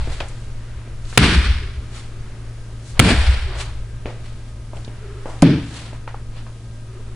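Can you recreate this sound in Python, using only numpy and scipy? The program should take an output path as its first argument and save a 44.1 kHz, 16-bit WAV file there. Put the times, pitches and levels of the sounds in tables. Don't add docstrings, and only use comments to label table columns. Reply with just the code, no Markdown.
import sys
import numpy as np
from scipy import signal
from scipy.fft import rfft, irfft, next_fast_len
from scipy.io import wavfile
from scipy.ndimage import uniform_filter1d

SR = 44100
rng = np.random.default_rng(int(sys.argv[2]) if len(sys.argv) > 2 else 0)


def dump(signal):
    limited = np.clip(np.atleast_2d(signal).T, -1, 1)
    pcm = np.round(limited * 32767).astype(np.int16)
    wavfile.write(sys.argv[1], SR, pcm)


N = 315312
T = np.arange(N) / SR
AGE = np.arange(SR // 2) / SR

# start in seconds, crack level in dB, thump level in dB, thump pitch in Hz,
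# contact time in seconds.
BAG_BLOWS = [(1.1753, 9.5, 0.5, 121, 0.0053), (2.9937, 7, 7.5, 110, .007)]
# frequency in Hz, relative density in dB per Hz.
CRACK_COLOUR = [(180, 1), (300, -2.5), (762, -10), (2250, -5), (3590, -10.5), (4630, -21), (8980, -20.5),
                (10900, -15.5), (14200, -57), (22000, -120)]
CRACK_T60_S, THUMP_T60_S = 0.015, 0.059

TOUCH_S, WEIGHT_S, DEEPEST_S = 5.4215, 5.4248, 5.428
TOUCH_DB, WEIGHT_DB = -8, 4
# frequency in Hz, relative level in dB.
WOOD_PITCHES = [(151, 0), (215, -8.5), (285, -2.5), (345, -12.5), (436, -17), (590, -23.5)]

# resonance in Hz, width in Hz, relative level in dB.
PANEL_RESONANCES = [(28, 14, -5.5), (58.5, 19, 4)]
# frequency in Hz, relative density in dB per Hz.
THUD_COLOUR = [(76, -33), (130, -5.5), (167, 1), (427, -14), (450, -15), (580, -36), (990, -120)]
# frequency in Hz, relative density in dB per Hz.
WASH_COLOUR = [(590, -28), (1000, -8), (1590, -1.5), (2020, -3.5), (2320, -1.5), (2670, -4.5), (3550, -5),
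               (3860, -7.5), (4350, -7.5), (6000, -17), (7800, -55.5), (13200, -120)]
# time in seconds, level in dB.
WASH_CURVES = [
    [(1.188, -19), (1.204, -20), (1.234, -16.5), (1.366, -21.5), (1.414, -26.5), (1.458, -25.5),
     (1.6, -35.5), (1.87, -56)],
    [(3.007, -22), (3.02, -22), (3.109, -16.5), (3.153, -25), (3.337, -29), (3.53, -42)],
    [(5.437, -28), (5.445, -29), (5.501, -30), (5.67, -45)],
]
# treble in dB over the wash, low part in dB over the wash,
# boom in dB, boom hold in seconds, standing wave in dB, thud in dB, thud hold in seconds, thud fall in dB per second.
GARAGE_ANSWERS = [(-15.5, -11, -21, .32, -16, -17.5, .09, 110),
                  (-12.5, -5, -19.5, .36, -15, -16.5, .11, 300), (-22, -4, -29, .03, -23, -12.5, .085, 230)]
TREBLE_FALL_DB_S, BODY_FALL_DB_S, BOOM_FALL_DB_S, STANDING_FALL_DB_S = 12, 16, 50, 60
LINGER_DB, LINGER_FALL_DB_S = -12, 50
# centre in seconds, peak in dB.
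PANEL_SURGES = [(1.31, -13), (1.383, -5), (1.505, -8), (1.575, -18), (1.783, -18), (3.205, -6), (3.287, -5),
                (3.335, -11)]
SURGE_HZ, SURGE_S = 66, .013

# start in seconds, level in dB, centre in Hz.
BRIGHT_TICKS = [(0.1294, -32, 3320), (0.2029, -13.5, 2560), (0.219, -27, 3000), (0.284, -33, 8500),
                (1.052, -34, 4000), (1.1265, -27, 1500), (1.238, -7, 1500), (4.2794, -41, 3260),
                (4.7686, -32, 2880), (4.8464, -30, 4100), (4.8783, -32, 2830), (5.2994, -38, 2700),
                (5.3911, -36, 3250)]
# start in seconds, level in dB, centre in Hz, tail t60 in seconds,
# tail in dB over the level, bright click in dB over the level.
SMALL_KNOCKS = [(0.073, -19, 403, 0.47, -3, -14), (0.205, -14, 626, 0.38, -8.5, 1),
                (0.875, -28, 380, 0.25, -5, -3.5), (1.126, -29, 501, 0.25, -1, 6),
                (4.056, -13.5, 434, 0.43, -5, 0), (4.732, -21, 610, 0.17, -6, -18.5),
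                (4.764, -25.5, 464, 0.2, -1, -9.5), (4.877, -24, 374, 0.23, -2.5, -8.5),
                (5.256, -14.5, 537, 0.6, -6, -12.5), (5.929, -22.5, 568, 0.25, -8, -6.5),
                (6.075, -18, 910, 0.25, -9, .6), (6.142, -18.5, 820, 0.25, -13, -19.5),
                (6.464, -31, 1080, 0.19, -3, -3.5)]
KNOCK_DELAY_S = .0015

# loudest moment in seconds, level in dB,
# seconds to rise 20 dB, seconds to fall 20 dB, treble in dB over the level.
RUBS = [(0.01, -40, .05, .3, -12), (0.124, -38, .15, .2, -6), (0.206, -33, .02, .05, -12),
        (0.3, -48, .3, .5, -5), (1.1, -50, .08, .12, 5), (1.168, -39, .15, .02, -3),
        (1.962, -39, .08, .15, -4.5), (2.9, -50, .12, .1, 6), (2.98, -43, .05, .02, -20),
        (3.56, -38.5, .2, .1, -17), (3.61, -28.5, .06, .06, -5), (3.66, -40, .05, .2, -10),
        (4.1, -48.5, .03, .15, -9), (4.258, -47.5, .1, .25, -8), (4.49, -55, .12, .04, -5),
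        (4.76, -57, .03, .2, 5), (5.304, -53, .12, .2, 4), (5.775, -36.5, .2, .2, -5),
        (5.86, -43, .1, .16, -12), (6.378, -44, .07, .1, -12)]
THIN_DB = -9

# start in seconds, length in seconds, pitch in Hz,
# level in dB.
CREAK_TONES = [(1.59, .13, 385, -48), (1.75, .2, 385, -54), (2.1, .45, 390, -58), (3.47, .055, 385, -38),
               (3.55, .1, 380, -47), (4.99, .25, 393, -43.5), (6.88, .16, 385, -47.5), (7.07, .1, 390, -49)]
CREAK_EDGE_S, CREAK_WANDER_HZ = .04, 12

# frequency in Hz, level in dB.
MOTOR_LINES = [(56.5, -42.5), (113.0, -35.5), (226.1, -58), (603, -65.5), (969.0, -71.5), (1254, -64.5),
               (1599, -65)]
# time in seconds, level in dB.
RUMBLE_LEVEL = [(0.0, -19), (0.086, -20), (0.508, -34), (1.088, -27), (1.8, -30), (2.016, -31),
                (2.752, -33), (2.858, -39), (2.96, -27), (3.7, -26), (4.054, -32), (5.38, -32),
                (5.848, -39), (6.05, -32.5), (6.87, -37), (7.15, -31.5)]
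# frequency in Hz, relative density in dB per Hz.
HISS_COLOUR = [(76, -31.5), (130, -4.5), (140, -18), (227, -18.5), (253, -21), (388, -22.5), (542, -27),
               (617, -26.5), (729, -31.5), (1560, -31.5), (10900, -45), (14200, -81.5), (22000, -120)]
# time in seconds, gain in dB.
HISS_SWELL = [(0.0, 0), (0.53, -2), (0.62, 2), (0.8, 3), (1.0, -.5), (2.1, 0), (2.27, 2), (2.7, -3),
              (3.9, -.5), (4.62, -4.5), (5.08, 3), (6.0, 0), (6.7, -6), (6.85, -4.5), (6.95, -1),
              (7.15, -1.5)]
HISS_DB, HISS_MIDDLE_HZ, HISS_WIDTH_HZ = -42.5, 1700, 2200

# frequency in Hz, correlation from 0 to 1.
STEREO_LIKENESS = [(30, .99), (60, .997), (250, .992), (500, .96), (1000, .87), (2000, .72), (4000, .2),
                   (8000, .55)]
LEFT_DB = .8
TOP_HZ = 11000


def blows():
    out, slap = np.zeros((2, N)), noise(CRACK_COLOUR)
    for s, crack_db, thump_db, hz, contact in BAG_BLOWS:
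        slap_in = fall(0.15) * (AGE < contact) * cut(slap, s)
        slap_after = fall(CRACK_T60_S) * cut(slap, s + contact)
        thump = fall(THUMP_T60_S) * np.sin(2 * np.pi * hz * AGE)
        add(out, s, undb(crack_db) * slap_in)
        add(out, s + contact, undb(crack_db - 16.5) * slap_after)
        add(out, s, -undb(thump_db) * thump)
    return out


def drop(woody):
    out, grit = np.zeros((2, N)), band(930, 11000, skirt_db=-20)
    touch = fall(0.011, rise=.0004) * cut(grit, TOUCH_S)
    bright = fall(0.046) * ring(cut(grit, WEIGHT_S), 2000, 1900)
    push = fall(0.075, rise=.0004) * cut(woody, WEIGHT_S)
    clack = undb(-4) * fall(0.05, rise=.0006) * np.sin(2 * np.pi * 560 * AGE)
    add(out, TOUCH_S, undb(TOUCH_DB) * touch)
    add(out, WEIGHT_S, undb(-10) * bright)
    add(out, WEIGHT_S, undb(WEIGHT_DB) * (push - clack))
    return out


def wood():
    drift = np.clip((T - DEEPEST_S) / .03, 0, 1)
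    pitches = 0
    for hz, db in WOOD_PITCHES:
        level = undb(db + 3.7 * drift * walk(60))
        phase = 2 * np.pi * hz * (T - DEEPEST_S) + 2.1 * drift * walk(60)
        pitches = pitches + level * np.cos(phase)
    return unit(pitches)


def surges():
    out = 0
    for s, db in PANEL_SURGES:
        swell = np.exp(-.5 * ((T - s) / SURGE_S) ** 2)
        out = out + undb(db) * swell * np.cos(2 * np.pi * SURGE_HZ * (T - s))
    return out


def garage(woody):
    push = band(20, 80)
    boom = unit(sum(undb(db) * ring(push, hz, width) for hz, width, db in PANEL_RESONANCES))
    standing = band(75, 112.3, skirt_db=-28)
    grain = undb(1.4 * walk(150))
    wash, treble, body = noise(WASH_COLOUR), band(6800, 9470), band(440, 880, skirt_db=-14)
    thud = np.where(T < TOUCH_S, noise(THUD_COLOUR), woody)
    out = surges()
    for curve, row in zip(WASH_CURVES, GARAGE_ANSWERS):
        treble_db, body_db, boom_db, boom_hold, standing_db, thud_db, thud_hold, thud_fall = row
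        s, db = np.transpose(curve)
        age = T - s[0]
        onset = np.clip(1 + age / .004, 0, 1)
        fade_out = np.clip(1 - (T - s[-1]) / .04, 0, 1)
        wash_level = undb(np.interp(T, s, db)) * fade_out

        lows = held(age, boom_db, boom_hold, BOOM_FALL_DB_S) * boom
        lows = lows + held(age, standing_db, 0, STANDING_FALL_DB_S) * standing
        thud_level = held(age, thud_db, thud_hold, thud_fall)
        linger_level = held(age, thud_db + LINGER_DB, 0, LINGER_FALL_DB_S)
        highs = wash + held(age, treble_db, 0, TREBLE_FALL_DB_S) * treble
        highs = highs + held(age, body_db, 0, BODY_FALL_DB_S) * body
        out = out + onset * (lows + (thud_level + linger_level) * thud + grain * wash_level * highs)
    return out


def ticks(grain):
    out = np.zeros((2, N))
    for s, db, hz in BRIGHT_TICKS:
        burst = fall(.04) * cut(grain, s)
        add(out, s, undb(db) * ring(ring(burst, hz, .6 * hz), hz, .6 * hz))
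    return out


def knocks():
    grain = band(250, 9000, skirt_db=-12)
    out = ticks(grain)
    for s, db, hz, t60, tail_db, click_db in SMALL_KNOCKS:
        phase = 2 * np.pi * hz * AGE
        modes = np.sin(phase) + .6 * np.sin(.63 * phase) + .5 * np.sin(1.47 * phase)
        body = fall(.012, rise=.0015) * modes
        tail = ring(ring(fall(t60, rise=.004) * cut(grain, s), hz, 1.2 * hz), hz, 1.6 * hz)
        click_tones = np.sin(2 * np.pi * 2300 * AGE) + .7 * np.sin(2 * np.pi * 1350 * AGE)
        bright_tail = ring(ring(fall(1.03 * t60) * cut(grain, s + .1), 2000, 2100), 2000, 2400)
        click = fall(0.005, rise=0.0005) * click_tones + 0.12 * bright_tail
        knock = 2.12 * body + undb(tail_db) * tail + undb(click_db) * click
        add(out, s + KNOCK_DELAY_S, undb(db) * knock)
    return out


def scuffs():
    power, bright, dull = 0, 0, 0
    for s, db, rise, drop_s, treble_db in RUBS:
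        away = np.where(T < s, (s - T) / rise, (T - s) / drop_s)
        rub = undb(db - 20 * away) ** 2 * (away < 1)
        power = power + rub
        bright = bright + rub * undb(treble_db) ** 2
        dull = dull + rub * undb(THIN_DB - treble_db) ** 2
    low = noise([(200, -37.5), (500, -0.5), (1500, -0.5), (4500, -4.5), (6500, -25.5), (9000, -91.5)])
    bottom = ring(low, 600, 700)
    treble = band(3700, 7900, skirt_db=-8.5)
    grit = np.sqrt(power) * (low - bottom) + np.sqrt(dull) * bottom + np.sqrt(bright) * treble
    return undb(1.3 * walk(200)) * grit


def creak():
    starts, lengths, pitches, _ = np.transpose(CREAK_TONES)
    hz = np.interp(T, starts + lengths / 2, pitches) + CREAK_WANDER_HZ * walk(12)
    level = 0
    for s, length, _, db in CREAK_TONES:
        inside = np.minimum(T - s, s + length - T)
        level = level + undb(db) * np.clip(inside / CREAK_EDGE_S + .5, 0, 1)
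    phase = 2 * np.pi * np.cumsum(hz) / SR + 2.5 * walk(50)
    tone = np.sin(phase) + undb(-13) * np.sin(3.3 * phase)
    return level * undb(4.2 * walk(120)) * np.sqrt(2) * tone


def motor():
    hum = 0
    for hz, db in MOTOR_LINES:
        level = undb(db + 1.5 * walk(15)) * np.sqrt(2)
        hum = hum + level * np.sin(2 * np.pi * hz * T + .35 * walk(10))
    return hum


def low_air():
    colour = noise([(6, -29), (14, 5), (35, -10.5), (57, -8.5), (75, -9.5), (100, -32), (140, -22.5), (300, -75.5)])
    return undb(np.interp(T, *np.transpose(RUMBLE_LEVEL)) + 1.4 * walk(5.13)) * colour


def microphone_hiss():
    hiss = undb(HISS_DB + .7 * walk(4)) * noise(HISS_COLOUR)
    middle = ring(hiss, HISS_MIDDLE_HZ, HISS_WIDTH_HZ)
    swell = undb(np.interp(T, *np.transpose(HISS_SWELL)))
    return hiss - middle + swell * middle


def undb(db):
    return 10 ** (np.asarray(db) / 20)


def unit(x):
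    return x / np.sqrt(np.mean(x ** 2))


def along(points, hz):
    f, v = np.transpose(points)
    return np.interp(np.log(hz + 1), np.log(f), v)


def noise(points):
    size = next_fast_len(N)
    hz = np.arange(size // 2 + 1) * SR / size
    alike = np.clip(along(STEREO_LIKENESS, hz), 0, 1)
    mid, side = rfft(rng.standard_normal((2, size))) * undb(along(points, hz))
    spectra = np.array([mid * np.sqrt(1 + alike), side * np.sqrt(1 - alike)])
    mid, side = irfft(spectra, size)[:, :N]
    return unit(np.array([mid + side, mid - side]))


def band(lo_hz, hi_hz, skirt_db=-30):
    lower = [(lo_hz / 4, -90), (lo_hz / np.sqrt(2), skirt_db), (lo_hz, 0)]
    upper = [(hi_hz, 0), (hi_hz * np.sqrt(2), skirt_db), (hi_hz * 4, -90)]
    return noise(lower + upper)


def walk(rate):
    k = int(SR / rate)
    steps = np.repeat(rng.standard_normal(N // k + 1), k)
    return uniform_filter1d(uniform_filter1d(steps, k), k)[:N]


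def fall(t60, rise=0.000067):
    return (1 - np.exp(-AGE / rise)) * np.exp(-np.log(1000) * AGE / t60)


def held(age, level_db, hold, fall_db_s):
    return undb(level_db - fall_db_s * np.clip(age - hold, 0, None))


def ring(x, hz, width_hz):
    return signal.lfilter(*signal.iirpeak(hz, hz / width_hz, fs=SR), x)


def add(out, s, x):
    i = int(s * SR)
    out[:, i:i + len(AGE)] += x


def cut(x, s):
    i = int(s * SR)
    return x[..., i:i + len(AGE)]


def scene():
    woody = wood()
    mix = blows() + drop(woody) + garage(woody) + knocks() + scuffs() + creak()
    mix = mix + motor() + low_air() + microphone_hiss()
    return mix * undb([[LEFT_DB / 2], [-LEFT_DB / 2]])


def record(dry):
    overloaded = np.clip(dry, -.97, .97)
    top_cut = signal.ellip(10, .2, 67, TOP_HZ, fs=SR, output="sos")
    return signal.sosfilt(top_cut, overloaded)


dry = scene()
out = record(dry)
dump(out)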